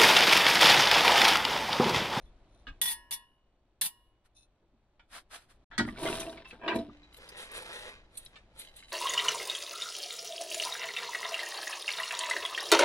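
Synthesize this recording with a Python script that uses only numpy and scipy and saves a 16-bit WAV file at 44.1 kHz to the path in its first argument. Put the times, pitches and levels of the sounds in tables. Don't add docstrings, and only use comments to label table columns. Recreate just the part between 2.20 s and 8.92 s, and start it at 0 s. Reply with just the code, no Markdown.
import sys
import numpy as np
from scipy import signal
from scipy.fft import rfft, irfft, next_fast_len
from scipy.io import wavfile
from scipy.ndimage import uniform_filter1d

SR = 44100
rng = np.random.default_rng(int(sys.argv[2]) if len(sys.argv) > 2 else 0)


def digitize_waveform(pressure):
    field = np.atleast_2d(pressure).T
    bounded = np.clip(field, -1, 1)
    quanta = np.round(bounded * 32767).astype(np.int16)
    wavfile.write(sys.argv[1], SR, quanta)


N = 296352
T = np.arange(N) / SR

# (time [s], clash [dB], buzz length [s], rack ring [dB], leg ring [dB])
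LEG_SNAPS = [(0.059, -86, .004, -51.5, -42.5), (0.615, -21, 0.0065, -3, -1.5),
             (0.634, -31, .02, -20.5, -16), (0.657, -27, 0.007, -12, -3.5), (0.676, -30, 0.02, -16.5, -6),
             (0.7, -35.5, 0.024, -8, -28), (0.708, -35.5, 0.022, -8.5, -26), (0.909, -34, 0.01, -8, -18.5),
             (0.924, -31.5, 0.018, -11, -16.5), (1.612, -25.5, 0.004, -11.5, -19),
             (1.615, -23.5, .007, -29, -39), (1.637, -30.5, 0.026, -16, -34),
             (1.658, -30.5, .007, -45.5, -29)]
# (time [s], level [dB], rattle length [s], ring [dB], treble tilt [dB/octave])
FRAME_KNOCKS = [(0.469, -43.5, 0.019, -32, -2.5), (2.425, -69, 0.0098, -64.5, -21),
                (2.533, -65, 0.0056, -68, -35), (2.795, -55.5, 0.0011, -40, -0.5),
                (3.513, -50, 0.038, -31, -3), (3.579, -29.5, 0.0063, -2, 13),
                (3.594, -31.5, 0.012, 1.5, -8), (3.677, -43, 0.0056, -23, -9.5),
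                (3.854, -35.5, 0.0092, -21, -6), (4.174, -51.5, 0.0016, -53, 3),
                (4.247, -52, 0.0078, -37, 0.5), (4.304, -53, 0.0032, -36, 7),
                (4.328, -46.5, 0.0024, -45, -13.5), (4.432, -45, 0.0046, -31, -13),
                (4.479, -28.5, 0.0041, -7, -2), (4.527, -41, 0.019, -11, -7), (6.157, -51, 0.0091, -44, 5)]
# (time [s], level [dB])
BOARD_THUMPS = [(3.584, -5.5), (3.602, -2.5), (3.645, -11), (3.678, -13), (3.722, -18), (4.329, -30),
                (4.529, -19), (4.552, -7), (4.59, -14), (4.68, -22.5)]
# (time of full flow [s], hold [s], drumming [dB], crunch [dB], hiss [dB])
ASH_SURGES = [(3.675, 0.011, -52, -48.5, -55.5), (3.794, 0.05, -38.5, -46, -46),
              (3.844, 0.17, -26.5, -33, -41), (4.064, 0.056, -35.5, -51.5, -56),
              (4.151, 0.048, -45.5, -52.5, -78), (4.284, 0.01, -59, -51, -59.5),
              (4.472, 0.056, -28.5, -50.5, -88), (4.555, 0.0091, -26, -45, -53.5)]
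# (time [s], level [dB], frequency [Hz], T60 [s])
LARGE_CINDERS = [(3.651, -30.5, 1960, 0.01), (3.688, -32.5, 1970, 0.016), (3.772, -44, 2280, 0.075),
                 (3.85, -26.5, 655, 0.33), (3.873, -34, 2940, 0.057), (3.954, -31, 3700, 0.021),
                 (4.004, -35, 6100, 0.037), (4.075, -37.5, 660.7, 0.37), (4.096, -41, 3810, .025),
                 (4.177, -40.5, 2270, 0.028), (4.255, -46, 2650, 0.18), (4.31, -38.5, 2610, 0.04),
                 (4.561, -36, 3960, 0.023), (4.589, -40.5, 3920, 0.041), (4.696, -46, 1200, 0.039),
                 (4.832, -55.5, 3930, 0.15), (5.09, -42.5, 4880, 0.045), (6.062, -40.5, 3900, 0.032),
                 (6.473, -47.5, 3150, 0.037), (6.626, -44.5, 2160, 0.039)]
# (time of full swing [s], hold [s], trickle [dB], rustle [dB], rod chatter [dB])
MESH_SHAKES = [(4.732, .01, -64, -100, -52.5), (4.838, 0.018, -64.5, -107, -58),
               (4.932, 0.037, -65, -76, -46.5), (5.015, 0.12, -54, -63.5, -47),
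               (5.184, 0.043, -46, -46.5, -48), (5.354, 0.027, -42.5, -45.5, -42),
               (5.459, 0.054, -47, -54.5, -65), (5.535, 0.16, -45, -49, -50),
               (5.956, 0.11, -64.5, -57.5, -65), (6.148, 0.0091, -61, -88, -64),
               (6.397, 0.017, -57.5, -47.5, -40), (6.48, .03, -70, -87, -53),
               (6.572, 0.014, -63, -54.5, -44), (6.702, .02, -64, -55.5, -46)]
# (time [s], level [dB], length [s])
MESH_TICKS = [(3.826, -31, 0.0076), (3.886, -39, .005), (3.997, -27.5, 0.0062), (4.556, -32, 0.0034),
              (4.933, -49, 0.013), (4.966, -42, 0.0086), (5.089, -36, 0.0023), (5.17, -43, 0.0069),
              (5.316, -30.5, 0.0014), (5.337, -40, 0.0042), (5.368, -31.5, 0.0088), (5.422, -32.5, 0.0027),
              (5.972, -23.5, 0.0059), (6.049, -35.5, 0.0026), (6.391, -25, 0.0025), (6.563, -35.5, 0.0053),
              (6.694, -51, 0.0059)]
# (time [s], hold [s], level [dB])
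FRAME_DRAGS = [(4.425, 0.059, -41), (4.485, 0.058, -31)]
# (time [s], level [dB])
BACKGROUND_LEVEL = [(0, -62), (.55, -61.5), (1.15, -71.5), (2.7, -70.5), (3.43, -65.5), (3.56, -61.5),
                    (6.72, -62.5)]

# (time [s], level [dB], half length [s])
HINGE_TURNS = [(.03, -76.5, 0.057), (.37, -76, .06), (2.175, -60, .018), (2.225, -64.5, 0.023)]
SHOE_SCUFFS = [(2.062, -70, 0.015), (2.961, -45.5, 0.036), (3.117, -58, 0.012), (3.149, -45, 0.024),
               (3.198, -62.5, 0.052), (3.309, -61.5, 0.016), (3.338, -74, 0.031)]
AIR_PUFFS = [(.06, -60.5, .06), (.505, -46, 0.029), (3.64, -55, 0.085), (3.92, -58, .12)]

# (frequency [Hz], level [dB], T60 [s])
RACK_MODES = [(899, -45, .28), (964, -52, .7), (1060, -54, 1.0), (1082, -56, .6), (1707, -50, .7),
              (1879, -47, .4), (2153, -49, .3), (2568, -57, .45), (2876, -51, .6), (2907, -51, .8),
              (2940, -53, .75), (3680, -44, .22), (4167, -45, .22), (4517, -44, .15), (4861, -42, .18),
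              (5190, -56, .35), (5295, -51, .35), (5766, -56, .35), (6503, -44, .12), (8516, -47, .2),
              (9022, -45, .22), (9430, -40, .2), (9605, -35, .15), (9722, -36, .2), (9921, -40, .18),
              (10320, -35, .18), (10490, -43, .2), (11150, -40, .13), (11790, -45, .15), (12020, -42, .16),
              (12610, -44, .16), (13570, -47, .15)]
LEG_MODES = [(1879, -40, .4), (1911, -34, .22), (3456, -25.5, .19), (3545, -35, .16)]
FRAME_MODES = [(976, -38, 0.04), (1270, -27, 0.046), (1518, -27.5, 0.082), (1619, -31.5, 0.098),
               (1725, -44.5, 0.28), (1923, -24.5, 0.096), (2300, -42.5, 0.18)]
BOARD_MODES = [(70.3, -40.5, 0.46), (112.3, -33.5, 0.21), (148, -45, 0.31), (200.3, -25.5, 0.15),
               (238.8, -22, 0.18), (294.5, -34, 0.72), (342, -28, 0.13), (415, -35.5, 0.11)]

# (frequency [Hz], bandwidth [Hz], level [dB])
HEAP_RESONANCES = [(231, 18, -6.5), (330, 33.7, 0), (409, 39, -3), (505.6, 60, -10), (660.4, 16, 3.5),
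                   (775, 130, -17), (959, 24, -7), (1170, 31, -37)]
DRAG_RESONANCES = [(657, 30, -3), (985, 24, 3), (1210, 22, -9), (1600, 36, -3), (1840, 60, -11),
                   (2340, 30, -4), (2620, 40, -7), (3040, 50, -15), (3360, 50, -19)]
ROD_RESONANCES = [(1600, 80, -10), (2100, 70, -3), (2750, 40, -4), (3060, 50, 3), (3880, 55, 1),
                  (4010, 60, 1), (4430, 34, -7), (4780, 55, -6), (5910, 80, -12), (6090, 55, -13),
                  (6610, 55, -13), (7550, 70, -11)]
HINGE_RESONANCES = [(2600, 31, -9), (3620, 47, -3.5), (4080, 52, -2.5), (5260, 70, -9.5), (6160, 120, -9.5),
                    (9540, 84, -3.5)]

# (frequency [Hz], relative level [dB])
CLASH_SPECTRUM = [(60, -29.5), (190, -6), (300, -17.5), (520, -18.5), (950, -9), (1300, -11.5), (2000, -6),
                  (3600, 1.5), (5000, -1.5), (7600, -5), (9700, 8.5), (12000, 3), (15000, -2),
                  (16500, -25.5)]
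KNOCK_SPECTRUM = [(80, -22), (220, 1.5), (480, -5.5), (900, 4), (1700, 9.5), (2800, 5.5), (3800, 5.5),
                  (5500, -10), (7300, -21), (9800, -27), (12000, -56.5), (16000, -46)]
CRUNCH_SPECTRUM = [(60, 9.5), (150, 14.5), (500, 0.5), (1200, 8.5), (1700, 3), (2200, 2), (3700, 6),
                   (5000, -4), (8000, -36), (16000, -43)]
POWDER_SPECTRUM = [(1500, -11), (4000, 10), (6000, 7.5), (7500, 6.5), (9500, 17.5), (11500, 5), (14500, -7),
                   (16500, -12)]
TRICKLE_SPECTRUM = [(88, -27), (150, -7.5), (270, -7.5), (420, 1.5), (540, 4), (758, -3), (885, 2.5),
                    (1190, -4.5), (1690, 3.5), (3000, -3.5), (3500, -2.5), (6000, -14.5), (7800, -22.5),
                    (13200, -120)]
MESH_SPECTRUM = [(900, -38), (2100, 7), (2700, 9), (3900, 15), (5000, -5), (7200, 1), (9600, 9.5),
                 (11500, 1), (12800, -13), (14200, -10.5), (16000, -47)]
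SOLE_SPECTRUM = [(120, -24), (200, -13), (407, -14), (677, -4), (940, -6.5), (1480, -1), (2330, -7),
                 (3890, -6.5), (6960, -16.5), (9140, -8.5), (13600, -24), (14700, -41), (15500, -57)]
RUMBLE_SPECTRUM = [(10, -1.5), (25, 4.5), (60, 1), (90, -14), (140, -18), (300, -41)]
HUSH_SPECTRUM = [(59, -20), (100, 3), (167, -5), (204, -3), (237, -5), (355, -3), (458, -10), (608, -5.5),
                 (2500, -24), (3250, -60.5), (5500, -120)]
FAINT_RUSTLE_SPECTRUM = [(700, -17), (1600, -3.5), (2600, 3.5), (3900, 3.5), (5000, -4), (7500, -9.5),
                         (9600, -12.5), (11500, -26.5), (16000, -31.5)]

# (frequency [Hz], left-right correlation [-1 to 1])
SCATTERED_FIELD = [(150, 0.97), (500, 0.96), (1000, 0.87), (2000, .35), (3700, 0.28), (6000, -0.45),
                   (9500, -0.19), (14000, -0.22)]
DIRECT_FIELD = [(100, 1), (500, 0.96), (1500, 0.93), (3500, 0.66), (7000, 0.9), (14000, 0.067)]
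LEG_FIELD = [(1900, -0.068), (3500, -0.19)]

# (rise [dB/s], sag while held [dB/s], fall [dB/s])
DRUM_SLOPES, CRUNCH_SLOPES, HISS_SLOPES = (300, 61, 210), (220, 34, 138), (720, 7.5, 257)
TRICKLE_SLOPES, RUSTLE_SLOPES = (190, 8.9, 150), (600, 51, 260)
CHATTER_SLOPES, DRAG_SLOPES = (1300, 23, 57), (770, 24, 660)

GRIP_S, GRIP_LOSS_DB, GRIP_BELOW_HZ = 1.046, 7.5, 2700
STRAYS_PER_S, STRAY_OVER_CRUNCH_DB, STRAY_RANGE_HZ, STRAY_T60_S = 19, 3.5, (1233, 4200), 0.041
COLOUR_CYCLES_PER_S = 2.2
GAP_START_S, GAP_END_S = 3.444, 3.503
CUTOFF_HZ = 15500


def grill_rack():
    out = np.zeros((2, N))
    low = [mode for mode in RACK_MODES if mode[0] < GRIP_BELOW_HZ]
    high = [mode for mode in RACK_MODES if mode[0] >= GRIP_BELOW_HZ]
    for s, db, buzz, rack_db, leg_db in LEG_SNAPS:
        gripped = np.clip((s + T[:SR] - GRIP_S) / 0.009, 0, 1) * (s < GRIP_S)
        rack = from_db(-GRIP_LOSS_DB * gripped) * ringing(low) + ringing(high)
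        clash = impact(CLASH_SPECTRUM, buzz, t60=0.071, tail_db=-12.5, tail_t60=0.14,
                       crack_db=4.5, ripple_db=5)
        add(out, s, from_db(db) * clash)
        add(out, s, from_db(rack_db) * rack + from_db(leg_db) * ringing(LEG_MODES, LEG_FIELD))
    return out


def knocks():
    out, frame, board = np.zeros((2, N)), ringing(FRAME_MODES), ringing(BOARD_MODES)
    for s, db, rattle, ring_db, tilt_db in FRAME_KNOCKS:
        knock = impact(KNOCK_SPECTRUM, rattle, t60=0.08, tail_db=-12.5, tail_t60=0.22,
                       crack_db=-4, ripple_db=7, tilt_db=tilt_db)
        add(out, s, from_db(db) * knock)
        add(out, s, from_db(ring_db) * frame)
    for s, db in BOARD_THUMPS:
        add(out, s, from_db(db) * board)
    return out


def pouring_ash():
    s, hold, drum_db, crunch_db, hiss_db = np.transpose(ASH_SURGES)
    drumming = driven(strokes(s, hold, drum_db, DRUM_SLOPES), HEAP_RESONANCES, per_s=1200, spread_db=2)
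    crunch_level = strokes(s, hold, crunch_db, CRUNCH_SLOPES)
    crunch = colour(grains(per_s=1100, spread_db=2), CRUNCH_SPECTRUM, DIRECT_FIELD,
                    lead_ms=0.058, ripple_db=3.5)
    hiss_level = strokes(s, hold, hiss_db, HISS_SLOPES)
    hiss = colour(grains(per_s=2900, spread_db=-1), POWDER_SPECTRUM, ripple_db=4.5)
    out = from_db(-6) * drumming + from_db(-5.5) * crunch_level * crunch
    out += from_db(-3.5) * hiss_level * hiss
    for s, db, hz, t60 in LARGE_CINDERS + stray_cinders(crunch_level):
        neighbours = [(hz / 3, -30), (hz * 0.54, -8), (hz, 0), (hz * 1.19, -8), (hz * 3, -36)]
        clink = impact(neighbours, 0.00047, t60, tail_db=-30, tail_t60=.08, crack_db=17, ripple_db=9)
        add(out, s, from_db(db - 5.5) * clink)
        add(out, s, ringing([(hz, db, t60)]))
    return out


def stray_cinders(crunch_level):
    first, last = ASH_SURGES[0][0], ASH_SURGES[-1][0]
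    low, high = STRAY_RANGE_HZ
    gap, pitch = rng.random((40, 2)).T
    times = first + np.cumsum(2 * gap / STRAYS_PER_S)
    return [(s, STRAY_OVER_CRUNCH_DB + 20 * np.log10(crunch_level[int(s * SR)]), hz, STRAY_T60_S)
            for s, hz in zip(times, low * (high / low) ** pitch) if s < last]


def shaken_mesh():
    s, hold, ash_db, rub_db, _ = np.transpose(MESH_SHAKES)
    ash = shifting([colour(grains(per_s=2500, spread_db=0.5), TRICKLE_SPECTRUM, DIRECT_FIELD,
                           lead_ms=.16, ripple_db=3.5) for _ in range(3)])
    rub = shifting([colour(grains(per_s=3800, spread_db=0), MESH_SPECTRUM, DIRECT_FIELD,
                           lead_ms=0.13, ripple_db=4.5) for _ in range(3)])
    out = strokes(s, hold, ash_db, TRICKLE_SLOPES) * ash + strokes(s, hold, rub_db, RUSTLE_SLOPES) * rub
    for s, db, length in MESH_TICKS:
        tick = impact(MESH_SPECTRUM, length, t60=0.0051, tail_db=-37, tail_t60=0.096,
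                      crack_db=-12, ripple_db=8, tilt_db=10)
        add(out, s, from_db(db - 11) * tick)
    return out


def shifting(sounds):
    turn = 2 * np.pi * (COLOUR_CYCLES_PER_S * T + np.arange(len(sounds))[:, None] / len(sounds))
    weights = np.maximum(np.cos(turn), 0)
    return sum(w * sound for w, sound in zip(weights, sounds)) / np.sqrt(np.sum(weights ** 2, axis=0))


def frame_rubs():
    s, hold, _, _, rods_db = np.transpose(MESH_SHAKES)
    drag_level = strokes(*np.transpose(FRAME_DRAGS), DRAG_SLOPES)
    judder = driven(drag_level, DRAG_RESONANCES, per_s=790, spread_db=0.5)
    shake_level = strokes(s, hold, rods_db, CHATTER_SLOPES)
    chatter = driven(shake_level, ROD_RESONANCES, per_s=90, spread_db=2,
                     field=DIRECT_FIELD, lead_ms=0.071)
    return from_db(-3) * judder + from_db(-16) * chatter


def hinges():
    return driven(swells(HINGE_TURNS), HINGE_RESONANCES, per_s=1300, spread_db=2)


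def shoes():
    return swells(SHOE_SCUFFS) * colour(grains(per_s=17000, spread_db=0), SOLE_SPECTRUM)


def open_air():
    level = from_db(np.interp(T, *np.transpose(BACKGROUND_LEVEL)))
    rumble = (from_db(0.5) * level + swells(AIR_PUFFS)) * colour(white(), RUMBLE_SPECTRUM)
    hush = from_db(-4.5) * level * colour(white(), HUSH_SPECTRUM)
    rustle = from_db(-16) * level * colour(grains(per_s=11000, spread_db=-1), FAINT_RUSTLE_SPECTRUM)
    return rumble + hush + rustle


def impact(spectrum, length, t60, tail_db, tail_t60, crack_db, ripple_db, tilt_db=0):
    t = T[:SR // 2]
    after = np.maximum(t - length, 0)
    decay = from_db(-60 * after / t60) + from_db(tail_db - 60 * after / tail_t60)
    bounces = (rng.random(len(t)) < 500 / SR) * (t < length) * rng.random(len(t))
    bounces[0] = 1
    cracks = signal.lfilter([1], [1, -np.exp(-1 / (.0005 * SR))], bounces)
    force = (decay + from_db(crack_db) * cracks) / (1 + from_db(crack_db) / 2)
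    return rms(force) * colour(white(len(t)) * force, spectrum, tilt_db=tilt_db, ripple_db=ripple_db)


def ringing(modes, field=SCATTERED_FIELD):
    out = np.zeros((2, SR))
    for k, (hz, db, t60) in enumerate(modes):
        t = T[:min(SR, int(2 * t60 * SR))]
        phase_split = np.arccos(np.clip(at_hz(field, hz), -1, 1)) * np.array([[.5], [-.5]]) * (-1) ** k
        envelope = (1 - np.exp(-(2 * hz * t) ** 2)) * from_db(db - 60 * t / t60)
        out[:, :len(t)] += envelope * np.sin(2 * np.pi * (hz * t + rng.random()) + phase_split)
    return out


def driven(level, resonances, per_s, spread_db, field=SCATTERED_FIELD, lead_ms=0):
    contacts = level * colour(grains(per_s, spread_db), [(100, 0), (16000, 0)], field, lead_ms)
    body = 0
    for k, (hz, width, db) in enumerate(resonances):
        resonator = signal.iirpeak(hz, hz / width, fs=SR)
        body += (-1) ** k * from_db(db) * signal.lfilter(*resonator, contacts + 1e-18)
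    return body / rms(body) * rms(level)


def colour(pair, spectrum, field=SCATTERED_FIELD, lead_ms=0, tilt_db=0, ripple_db=0):
    size = next_fast_len(pair.shape[-1])
    hz = np.fft.rfftfreq(size, 1 / SR)
    coarse_hz = np.linspace(0, SR / 2, 400)
    mid, diffuse = rfft(pair, size)
    phase_lag = np.interp(hz, coarse_hz, np.cumsum(rng.exponential(.35, len(coarse_hz))))
    side = .85 * mid * np.exp(-1j * phase_lag) + .53 * diffuse
    correlation = np.clip(at_hz(field, hz), -1, 1)
    stereo = np.sqrt(1 + correlation) * mid + np.sqrt(1 - correlation) * side * [[1], [-1]]
    stereo[1] *= np.exp(-2j * np.pi * hz * lead_ms / 1000)
    octaves_past_top = np.log2(np.maximum(hz / spectrum[-1][0], 1))
    octaves = np.log2(np.maximum(hz, 500) / 2000)
    ripple = np.interp(hz, coarse_hz, rng.standard_normal(len(coarse_hz)))
    gain = from_db(at_hz(spectrum, hz) + tilt_db * octaves - 20 * octaves_past_top + ripple_db * ripple)
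    cepstrum = irfft(np.log(gain), size)[:size // 2]
    causal = np.exp(rfft(2 * cepstrum, size) - cepstrum[0])
    sound = irfft(stereo * causal, size)[:, :pair.shape[-1]]
    return sound / rms(sound)


def grains(per_s, spread_db):
    sizes = from_db(spread_db * np.minimum(rng.exponential(1, N), 5))
    return white() * sizes * (rng.random(N) < per_s / SR)


def strokes(times, holds, levels_db, slopes):
    rise, sag, fall = slopes
    power = 0
    for s, hold, db in zip(times, holds, levels_db):
        loss_db = (rise * np.maximum(s - T, 0) + sag * np.clip(T - s, 0, hold)
                   + fall * np.maximum(T - s - hold, 0))
        power += from_db(db - np.minimum(loss_db, 150)) ** 2
    return np.sqrt(power)


def swells(rows):
    return sum(from_db(db) * np.exp(-np.minimum(((T - s) / half) ** 2, 20)) for s, db, half in rows)


def white(size=N):
    return rng.standard_normal((2, size))


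def add(out, s, sound):
    start = int(s * SR)
    fade = np.clip(np.linspace(4, -1, sound.shape[-1]), 0, 1)
    out[:, start:start + len(fade)] += (sound * fade)[:, :N - start]


def at_hz(points, hz):
    table_hz, value = np.transpose(points)
    return np.interp(np.log(hz + 1), np.log(table_hz), value)


def from_db(db):
    return 10 ** (np.asarray(db) / 20)


def rms(x):
    return np.sqrt(np.mean(x ** 2) + 1e-20)


def scene():
    gap = (T > GAP_START_S) & (T < GAP_END_S)
    gate = np.maximum(1 - uniform_filter1d(gap.astype(float), size=128), from_db(-55.5))
    patio = grill_rack() + hinges() + shoes()
    heap = pouring_ash() + frame_rubs() + shaken_mesh()
    return (patio + knocks() + heap + open_air()) * gate


def record(dry):
    return signal.sosfilt(signal.ellip(10, .2, 80, CUTOFF_HZ, fs=SR, output="sos"), dry)


dry = scene()
out = record(dry)
digitize_waveform(out)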